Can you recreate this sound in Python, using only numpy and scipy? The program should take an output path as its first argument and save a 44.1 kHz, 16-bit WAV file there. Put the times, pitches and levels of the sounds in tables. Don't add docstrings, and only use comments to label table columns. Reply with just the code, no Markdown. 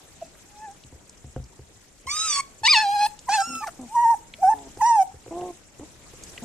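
import sys
import numpy as np
from scipy import signal
from scipy.fft import rfft, irfft
from scipy.io import wavfile
from scipy.ndimage import uniform_filter1d

SR = 44100
rng = np.random.default_rng(int(sys.argv[2]) if len(sys.argv) > 2 else 0)


def wrap_up_sound(samples):
    columns = np.atleast_2d(samples).T
    tamed = np.clip(columns, -1, 1)
    steps = np.round(tamed * 32767).astype(np.int16)
    wavfile.write(sys.argv[1], SR, steps)


N = 284004

# time in seconds, level of the high rustle in dB.
RUBBING = [(0, -53.5), (1.95, -57.5), (2.5, -55.5), (3.802, -52), (4.251, -55), (4.648, -52),
           (5.199, -55.5), (5.399, -50), (5.7, -57), (5.85, -51.5), (6.151, -52.5), (6.248, -46.5),
           (6.44, -47.5)]
# frequency in Hz, relative level in dB per Hz.
SCUFFLE_TONE = [(12, -33), (20, 2.5), (70, -1), (142, -3.5), (406, -7), (775, -11.5), (2500, -23.5),
                (3250, -56.5)]
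# frequency in Hz, relative level in dB per Hz.
RUSTLE_TONE = [(880, -37), (1500, -4), (3220, -3.5), (5070, -5.5), (6540, 1), (7890, 1.5), (9350, -9),
               (14300, -16.5)]
# frequency in Hz, likeness (1 is the same).
RUB_LIKENESS = [(60, 0.57), (240, 0.68), (930, 0.33), (3680, 0.016), (14500, 0.02)]
# frequency in Hz, left minus right in dB.
RUB_LEAN = [(40, 2), (370, 2.5), (2330, -0.5), (14500, 3)]
# frequency in Hz, left minus right in dB.
NEAR_LEAN = [(200, 1), (800, -1.5), (2000, 2), (4500, 0.5), (6500, -6.5), (8500, 12), (13000, 13.5)]
# frequency in Hz, lead of the left port in radians.
NEAR_TURN = [(700, 0.1), (1000, .3), (1550, 0.99), (2500, -0.14), (3700, -0.1), (5200, 0.5), (5850, 0.39),
             (8300, 0.061), (10000, -4.6)]
# start in seconds, strength in dB,
# brightness (extra dB for modes above 300 Hz).
BLOWS = [(0.846, -37, -32), (0.924, -29.5, -9.5), (0.958, -48, 2), (1.272, -36, -18), (1.243, -31.5, -10),
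         (1.362, -18, -5.5), (1.399, -27.5, -16), (1.593, -33, -7), (1.431, -33.5, -23), (2.057, -35, -8),
         (2.617, -36.5, -6.5), (4.772, -36, 3), (5.142, -34, -3), (5.262, -45, 10), (5.279, -38, 5.5),
         (5.418, -39, 12), (5.796, -34, -1.5), (6.136, -43, 5)]
# frequency in Hz, relative level in dB, time to fall 60 dB in seconds.
FLOOR_RINGS = [(56.6, -13.5, 0.29), (75.8, -8, 0.22), (129, -1.5, 0.055), (251, -8.5, 0.053)]
# frequency in Hz, relative level in dB,
# time to fall 60 dB in seconds.
KNOCK_RINGS = [(392, 4.5, 0.033), (518, -5, 0.082), (733, -2.5, 0.022), (1546, -7, 0.0079),
               (1956, -12, 0.012), (2900, -16, 0.016)]
# start in seconds, peak in dB before the ports colour it, centre in Hz.
TICK_HITS = [(0.35, -45.5, 1490), (0.712, -39, 6600), (0.8367, -38.5, 3500), (1.094, -37, 6240),
             (1.44, -42, 5660), (2.165, -29.5, 2160), (3.191, -32, 6160), (3.189, -40, 3570),
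             (3.553, -33.5, 3900), (3.672, -27.5, 1610), (3.67, -30.5, 5020), (3.677, -36.5, 5200),
             (3.687, -31.5, 1490), (3.8133, -38, 6960), (4.3377, -27, 2730), (4.588, -41, 4200),
             (4.773, -39, 5500), (5.4095, -39.5, 2830), (5.787, -42.5, 7580), (6.2356, -29, 6200),
             (6.377, -29, 2360)]
# start in seconds, length in seconds, pitch in Hz, glide over the
# grunt in Hz, arch at its middle in Hz, fundamental in dB, half-pitch lines in dB relative to it.
GRUNT_CALLS = [(3.471, 0.13, 247, 5.5, 4, -44.5, -33), (3.79, 0.098, 263.3, -42, 3.5, -40.5, -10),
               (4.537, 0.18, 279.2, -21.5, 2.5, -50.5, 9), (5.307, 0.23, 317.9, 10, 35.6, -37, -10.5),
               (5.806, 0.058, 266.4, 60, 4.1, -41, -7), (6.422, 0.057, 228.5, 28, 3, -38, -17)]
# frequency in Hz, relative level in dB.
NOSE_TONE = [(130, -30.5), (250, 20), (450, 1.5), (720, 7.5), (1050, -3), (1500, -63)]
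# frequency in Hz, relative level in dB per Hz.
WHEEZE_TONE = [(4500, -46), (6000, -12), (8500, 5.5), (10200, -5.5), (11500, -26), (13000, -5), (14300, 1)]
# time in seconds, pitch in Hz, fundamental in dB,
# octave in dB, upper overtones together in dB.
CALLS = [
    [(0.212, 752, -53, -68, -64), (0.226, 658, -30, -73, -62), (0.242, 663, -54, -70, -58),
     (0.268, 670, -49, -70, -70)],
    [(0.47, 813, -71, -88, -77), (0.594, 840, -46, -68, -63), (0.65, 879, -38.5, -48.5, -58),
     (0.694, 786, -40.5, -67, -70), (0.738, 825, -49, -70, -85)],
    [(2.066, 1016, -82, -59, -34), (2.074, 1037, -32.5, -40.5, -46.5), (2.11, 1157, -43.5, -33, -31.5),
     (2.146, 1224, -33, -56, -32), (2.246, 1314, -32.5, -59, -29), (2.34, 1127, -38, -38, -27),
     (2.384, 1129, -28.5, -47, -30), (2.4, 1086, -25, -36, -35), (2.418, 1145, -57.5, -26.5, -40.5)],
    [(2.632, 865, -25.5, -36.5, -40), (2.654, 878, -20, -23.5, -18.5), (2.669, 976, -30, -32, -12.5),
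     (2.676, 1006, -21.5, -19, -19), (2.682, 1157, -34.5, -15.5, -25), (2.692, 1215, -37, -19, -21),
     (2.704, 1240, -32, -25, -20), (2.722, 1219, -34.5, -21, -22.5), (2.737, 1085, -24.5, -23, -19.5),
     (2.746, 972, -26.5, -23.5, -19.5), (2.762, 884, -25.5, -34, -18), (2.782, 863.4, -17, -28, -20),
     (2.814, 878, -24.5, -27.5, -28), (2.862, 797, -20.5, -45.5, -38.5), (2.91, 804, -22, -44, -39),
     (2.944, 839, -25, -35, -39.5), (2.98, 810, -23.5, -42, -38), (3.022, 838, -21.5, -35.5, -31.5),
     (3.056, 829.7, -20, -37, -30), (3.076, 913, -19, -31, -30)],
    [(3.262, 896, -69, -96, -98), (3.287, 1043, -29, -46, -62), (3.293, 774, -21.5, -39, -38),
     (3.347, 884, -21.5, -29.5, -25), (3.371, 840, -23, -39, -33), (3.385, 782, -19, -28.5, -37.5),
     (3.431, 798, -25, -36, -42)],
    [(3.4, 1393, -40, -48, -31), (3.424, 1320, -34.5, -51, -36), (3.478, 1398, -39, -45.5, -41.5),
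     (3.558, 1328, -35, -41, -39), (3.61, 1306, -38.5, -50, -47.5), (3.654, 1100, -28.5, -43, -54)],
    [(3.605, 793, -37, -74, -60), (3.639, 899, -30.5, -35, -58), (3.657, 880, -43.5, -54.5, -61),
     (3.669, 854, -27.5, -42.5, -54), (3.677, 770, -33, -41.5, -44), (3.685, 660, -31.5, -39.5, -53),
     (3.705, 730, -49.5, -59.5, -54)],
    [(3.875, 755, -57, -87, -61), (3.942, 945, -32, -75, -58), (3.957, 993, -20, -60.5, -44.5),
     (3.968, 923.6, -17, -44, -48.5), (4.03, 965.5, -18, -40.5, -50), (4.062, 905, -15.5, -43.5, -52),
     (4.111, 937, -17.5, -44.5, -48), (4.135, 899, -19.5, -46, -54.5), (4.155, 755, -28.5, -46, -48)],
    [(4.383, 567, -49.5, -90, -69), (4.412, 759, -41.5, -92, -60), (4.431, 804, -16, -50, -50),
     (4.438, 736, -14.5, -41.5, -48.5), (4.475, 769, -13, -40, -48.5), (4.491, 822, -13.5, -43.5, -53),
     (4.505, 898, -18, -51.5, -43.5), (4.547, 865, -18.5, -39, -58)],
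    [(4.777, 722, -54.5, -86, -67), (4.801, 900, -37.5, -69, -60), (4.814, 996, -18.5, -39, -42),
     (4.821, 840, -16, -40, -39), (4.875, 967, -16, -38.5, -38), (4.949, 897, -16.5, -44, -43.5),
     (5.003, 769, -14.5, -49, -46), (5.04, 744, -20.5, -53, -46.5)],
]
# mouth opening from 0 to 1, breath in dB and half-pitch
# lines in dB against the overtones, left minus right in dB, delay of the left port in microseconds,
# lift of the highest overtones in dB, hoarseness at start and end in dB.
CALL_VOICES = [(0.34, -30, -30, 0.25, 25, 0.1, .1), (0.092, -25, -30, 1, 3, 0.1, .1),
               (0.61, -8.5, -24, -1.5, -33, 5.2, 1.9), (0.93, -22.5, -22, 0.35, -13.5, 4.2, 6.6),
               (0.65, -10.5, -14, -0.67, 33, 0.093, 3.8), (0.033, -23, -35, -1.8, 47, 0.1, 4.8),
               (0.3, -15.5, -12, 0, 53, 0.09, 3.3), (0.029, -9, -20.5, 0.075, 44.5, 3, 2.9),
               (.03, -14, -26, 0.053, 50, 2.4, 1.67), (0.02, -28, -39, -1.1, 55, 0.1, 2.3)]
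# centre in Hz, width in Hz, level in dB.
WIDE_MOUTH = [(2780, 690, 9), (4370, 2100, 7.5), (6640, 2000, -15), (8320, 760, -17.5)]
# centre in Hz, width in Hz, level in dB.
SHUT_MOUTH = [(2330, 1800, 1.5), (5850, 2300, 3.5), (6940, 700, -3.5), (8060, 2130, -2.5)]
# frequency in Hz, relative level in dB.
BREATH_TONE = [(1500, 5), (2500, -15), (4200, -18), (7500, 7.5), (10000, 14)]

CUTOFF_HZ = 15200
SCUFFLE_DB, SCUFFLE_FOLLOWS = -53.5, 0.85
ROOM_T60_S, WALL_CUT_HZ, ROOM_DB = 0.33, 33000, -26
GRUNT_ATTACK_S, GRUNT_RELEASE_S = 0.0034, 0.038
WHINE_ATTACK_S, WHINE_RELEASE_S, WHINE_SHIMMER_DB = 0.0031, 0.01, 1.46
LINGER_S = 0.027
HOARSE_S = 0.025
BREAK_DB_PER_OCT_S = 0.35
BEADING_DB, BEADING_PER_S = 3.0, 140.0
RASP_DB, RASP_HZ = -4, 450
RASP_SWING_DB, CRACK = 2.5, 0.09
TOP_HZ = 6400


def from_db(db):
    return 10 ** (np.asarray(db) / 20)


def rms_one(x):
    return x / np.sqrt(np.mean(x ** 2) + 1e-20)


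def at_hz(points, hz):
    table = np.array(points)
    return np.interp(np.log(hz), np.log(table[:, 0]), table[:, 1])


def span(rows, attack_s, release_s):
    s, *columns = np.transpose(rows)
    at = np.arange(int(s[0] * SR), min(N, int(s[-1] * SR)))
    t = at / SR
    fade = np.clip(np.minimum((t - s[0]) / attack_s, (s[-1] - t) / release_s), 0, 1) ** 2
    return at, fade, [np.interp(t, s, c) for c in columns]


def drift(rate):
    r = np.exp(-2 * np.pi * rate / SR)
    noise = rng.standard_normal(N + SR)
    return rms_one(signal.lfilter([1], [1, -2 * r, r * r], noise)[SR:])


def banded_noise(spectrum, patchy_db):
    out, together = 0, drift(8.0)
    edges = 20 * 2 ** np.arange(0, 9.6, 1 / 3)
    white = rng.standard_normal((2, 2, N))
    for k, (low, high) in enumerate(zip(edges, edges[1:])):
        hz = np.sqrt(low * high)
        if not spectrum[0][0] <= hz <= spectrum[-1][0]:
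            continue
        band = signal.butter(2, [low, high], "band", fs=SR, output="sos")
        mid, side = signal.sosfilt(band, white[k % 2])
        alike = np.clip(at_hz(RUB_LIKENESS, hz), -1, 1)
        flicker = 0.32 * together + 1.1 * drift(40.0)
        gain = from_db(at_hz(spectrum, hz) + patchy_db * flicker)
        pair = np.sqrt(1 + alike) * mid + np.sqrt(1 - alike) * side * [[1], [-1]]
        lean = from_db(at_hz(RUB_LEAN, hz) / 2 * np.array([[1], [-1]]))
        out = out + gain * pair * lean
    return rms_one(out)


def rubbing():
    rub_db = np.interp(np.arange(N) / SR, *np.transpose(RUBBING))
    scuffle_db = SCUFFLE_DB + SCUFFLE_FOLLOWS * (rub_db - rub_db.mean())
    scuffle = from_db(scuffle_db) * banded_noise(SCUFFLE_TONE, patchy_db=2.5)
    rustle = from_db(rub_db) * banded_noise(RUSTLE_TONE, patchy_db=2.5)
    return scuffle + rustle


def room(x):
    out, dull = np.zeros((2, N)), np.exp(-2 * np.pi * WALL_CUT_HZ / SR)
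    lags = (rng.uniform(0.008, 0.026, 12) * SR).astype(int)
    for k, lag in enumerate(lags):
        loop, gain, state = x.copy(), from_db(-60 * lag / SR / ROOM_T60_S), [0.]
        for i in range(lag, N, lag):
            back, state = signal.lfilter([gain * (1 - dull)], [1, -dull], loop[i - lag:i], zi=state)
            loop[i:i + lag] += back[:N - i]
        out[k % 2] += (loop - x) * (-1) ** (k // 2)
    return out


def ports(x):
    hz = np.fft.rfftfreq(N, 1 / SR) + 1
    half = from_db(at_hz(NEAR_LEAN, hz) / 2) * np.exp(.5j * at_hz(NEAR_TURN, hz))
    return irfft(rfft(x) * [half, 1 / half], N)


def ring(clicks, hz, t60):
    r, w = from_db(-60 / (t60 * SR)), 2 * np.pi * hz / SR
    return signal.lfilter([0, np.sin(w)], [1, -2 * r * np.cos(w), r * r], clicks + 1e-18)


def thumps():
    s, strength_db, bright_db = np.transpose(BLOWS)
    at, out = np.round(s * SR).astype(int), np.zeros(N)
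    chance_db = rng.normal(0, 3, (len(at), 10))
    for k, (hz, level_db, t60) in enumerate(FLOOR_RINGS + KNOCK_RINGS):
        extra_db = bright_db if hz > 300 else 0
        clicks = np.zeros(N)
        clicks[at] = from_db(strength_db + level_db - 5.0 + extra_db + chance_db[:, k]) * (-1) ** k
        out += ring(clicks, hz, t60)
    contacts = (rng.random(1200) < 0.006) * 0.4 * rng.standard_normal(1200)
    landing = contacts * np.exp(-np.arange(1200) / 500.)
    landing[0] = 1
    soften = signal.butter(1, 2200, fs=SR, output="sos")
    return signal.sosfilt(soften, np.convolve(out, landing)[:N])


def ticks(decay_s=0.003, width=1.3):
    out, t = np.zeros(N), np.arange(1024) / SR
    noises = rng.standard_normal((len(TICK_HITS), 1024))
    for (s, peak_db, hz), noise in zip(TICK_HITS, noises):
        band = signal.butter(3, [hz / width, min(hz * width, .4 * SR)], "band", fs=SR, output="sos")
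        shape = np.minimum(t / 0.001, 1) * np.exp(-t / decay_s)
        burst = signal.sosfilt(band, noise * shape)
        i = round(s * SR)
        out[i:i + 1024] += from_db(peak_db) * burst / np.abs(burst).max()
    return out


def grunts(jitter=0.006, waver=0.012, shimmer_db=2.5, patchy_db=5.0, creak_db=-22):
    out, wobble = np.zeros(N), jitter * drift(60.0) + waver * drift(14.0)
    flutter, patches = drift(110.0), drift(33.0)
    creak_band = signal.butter(4, [400, 1000], "band", fs=SR, output="sos")
    creak = rms_one(signal.sosfilt(creak_band, rng.standard_normal(N)))
    for s, length, hz, glide_hz, arch_hz, level_db, half_db in GRUNT_CALLS:
        ends = [(s, hz), (s + length, hz + glide_hz)]
        at, fade, (pitch,) = span(ends, GRUNT_ATTACK_S, GRUNT_RELEASE_S)
        pitch = pitch + arch_hz * np.sqrt(np.sin(np.linspace(0, np.pi, len(at))).clip(0))
        phase = np.pi * np.cumsum(pitch * (1 + wobble[at])) / SR
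        for k in range(1, 16):
            line_db = at_hz(NOSE_TONE, k * pitch / 2) - at_hz(NOSE_TONE, pitch) + half_db * (k % 2)
            if k % 2:
                line_db = line_db + patchy_db * patches[at] * (half_db < 0)
            elif k > 2:
                line_db = line_db + patchy_db / 3 * patches[(at + 9000 * k) % N]
            line_fade = fade ** np.where(at < at.mean(), 0.5, k / 4)
            height = np.sqrt(2) * from_db(level_db + line_db + shimmer_db * flutter[at])
            out[at] += line_fade * height * np.sin(k * phase + k * k)
        catch_db = 10 * np.exp((at[0] - at) / (HOARSE_S * SR))
        creak_gain = from_db(level_db + creak_db + catch_db + patchy_db * patches[at])
        out[at] += np.sqrt(fade) * creak_gain * creak[at] * (1 + np.sin(phase))
    return out


def wheeze(level_db=-38, follow=0.16, follow_upper=0.12):
    gate = np.zeros(N)
    for rows, (*_, hoarse_db) in zip(CALLS[2:], CALL_VOICES[2:]):
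        at, fade, (_, first_db, _, upper_db) = span(rows, WHINE_ATTACK_S, WHINE_RELEASE_S)
        gasp_db = hoarse_db * np.exp((at - at[-1]) / (HOARSE_S * SR))
        hiss_db = level_db + gasp_db + follow * first_db + follow_upper * upper_db
        gate[at] = np.maximum(gate[at], np.sqrt(fade) * from_db(hiss_db))
    fall = np.arange(N) / (LINGER_S * SR)
    gate = np.exp(np.maximum.accumulate(np.log(gate + 1e-9) + fall) - fall)
    hz, swell, out = np.fft.rfftfreq(N, 1 / SR) + 1, drift(13.0), 0
    air = rfft(rng.standard_normal((2, N))) * from_db(at_hz(WHEEZE_TONE, hz))
    for low, high in [(0, 7000), (7000, 9000), (9000, 11500), (11500, SR)]:
        band = irfft(air * (hz > low) * (hz <= high), N)
        out = out + from_db(1.5 * swell + 2.5 * drift(18.0)) * band
    return gate * rms_one(out)


def throat(hz, opening):
    def peaks(shape):
        return sum(from_db(db) / (1 + (2 * (hz - centre) / width) ** 2) ** 2
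                   for centre, width, db in shape)
    share = np.clip(opening, 0, 1)
    return share * peaks(WIDE_MOUTH) + (1 - share) * peaks(SHUT_MOUTH)


def hoarseness(at, pitch, first_db, hoarse_db):
    loud = at[first_db > first_db.max() - 12]
    from_edge = np.minimum(abs(at - loud[0]), abs(at - loud[-1]))
    edges_db = hoarse_db * np.exp(-from_edge / (HOARSE_S * SR))
    octaves_per_s = abs(np.gradient(np.log2(pitch))) * SR
    return edges_db + np.minimum(BREAK_DB_PER_OCT_S * octaves_per_s, 9)


def whines(jitter=0.0043, waver=0.0029, patchy_db=2.5, grain_rad=0.032, turn_rad=0.43, line_top_hz=10000):
    out, wobble, rasp = np.zeros((2, N)), jitter * drift(140.0) + waver * drift(25.0), drift(2.2)
    patches, grain, beads = drift(15.0), grain_rad * drift(130.0), BEADING_DB * drift(BEADING_PER_S)
    skirt, turns = drift(RASP_HZ), drift(9.0)
    for rows, voice in zip(CALLS, CALL_VOICES):
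        opening, breath_db, half_db, pan_db, late_us, top_db, hoarse_db = voice
        at, fade, columns = span(rows, WHINE_ATTACK_S, WHINE_RELEASE_S)
        pitch, first_db, octave_db, upper_db = columns
        pitch = uniform_filter1d(pitch, size=180, mode="nearest")
        phase = np.pi * np.cumsum(pitch * (1 + wobble[at])) / SR
        hoarse = hoarseness(at, pitch, first_db, hoarse_db)

        def own(chance, k):
            return chance[(at + 9000 * k) % N]

        def turn(k):
            return turn_rad * own(turns, k) * [[1], [-1]]

        upper, power = 0, 0
        for k in [3, *range(5, 30)]:
            line_hz = k * pitch / 2
            lift_db = top_db / (1 + (TOP_HZ / line_hz) ** 8)
            gain = throat(line_hz, opening) * from_db((half_db + hoarse) * (k % 2) + lift_db)
            gain = gain * (line_hz < line_top_hz)
            tremble = from_db(patchy_db * own(patches, k) + own(beads, k))
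            upper = upper + gain * tremble * np.sin(k * phase + k * k + own(grain, k) + turn(k))
            power = power + gain ** 2
        upper /= np.sqrt(power / 2)

        hz = np.fft.rfftfreq(len(at), 1 / SR)
        air = rfft(rng.standard_normal(len(at))) * throat(hz, opening) * from_db(at_hz(BREATH_TONE, hz + 1))
        rasp_db = RASP_SWING_DB * rasp[at]
        effort_db = 0.25 * (upper_db.mean() - upper_db)
        puffs = rms_one(irfft(air, len(at))) * (1 + 0.5 * np.sin(2 * phase))
        puffs *= from_db(breath_db + rasp_db + effort_db + hoarse)

        crack = 1 + CRACK * (from_db(hoarse) - 1) * beads[at] / BEADING_DB
        first = from_db(first_db + WHINE_SHIMMER_DB * patches[at]) * crack * np.sin(2 * phase)
        octave = from_db(octave_db + beads[at]) * np.sin(4 * phase + turn(4))
        smear = from_db(upper_db + breath_db + RASP_DB + rasp_db) * skirt[at] * np.sin(4 * phase)
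        folds = np.sqrt(2) * (first + octave) + smear
        call = rfft(fade * (folds + from_db(upper_db) * (upper + puffs)))
        half = from_db(pan_db / 2) * np.exp(-1j * np.pi * hz * late_us / 10 ** 6)
        out[:, at] += irfft(call * [half, 1 / half], len(at))
    return out


def scene():
    near = thumps() + ticks() + grunts() + wheeze() + whines()
    echo = from_db(ROOM_DB) * room(near.mean(axis=0))
    return rubbing() + echo + ports(near)


def record(dry):
    return signal.sosfilt(signal.cheby2(12, 70, CUTOFF_HZ, fs=SR, output="sos"), dry)


dry = scene()
out = record(dry)
wrap_up_sound(out)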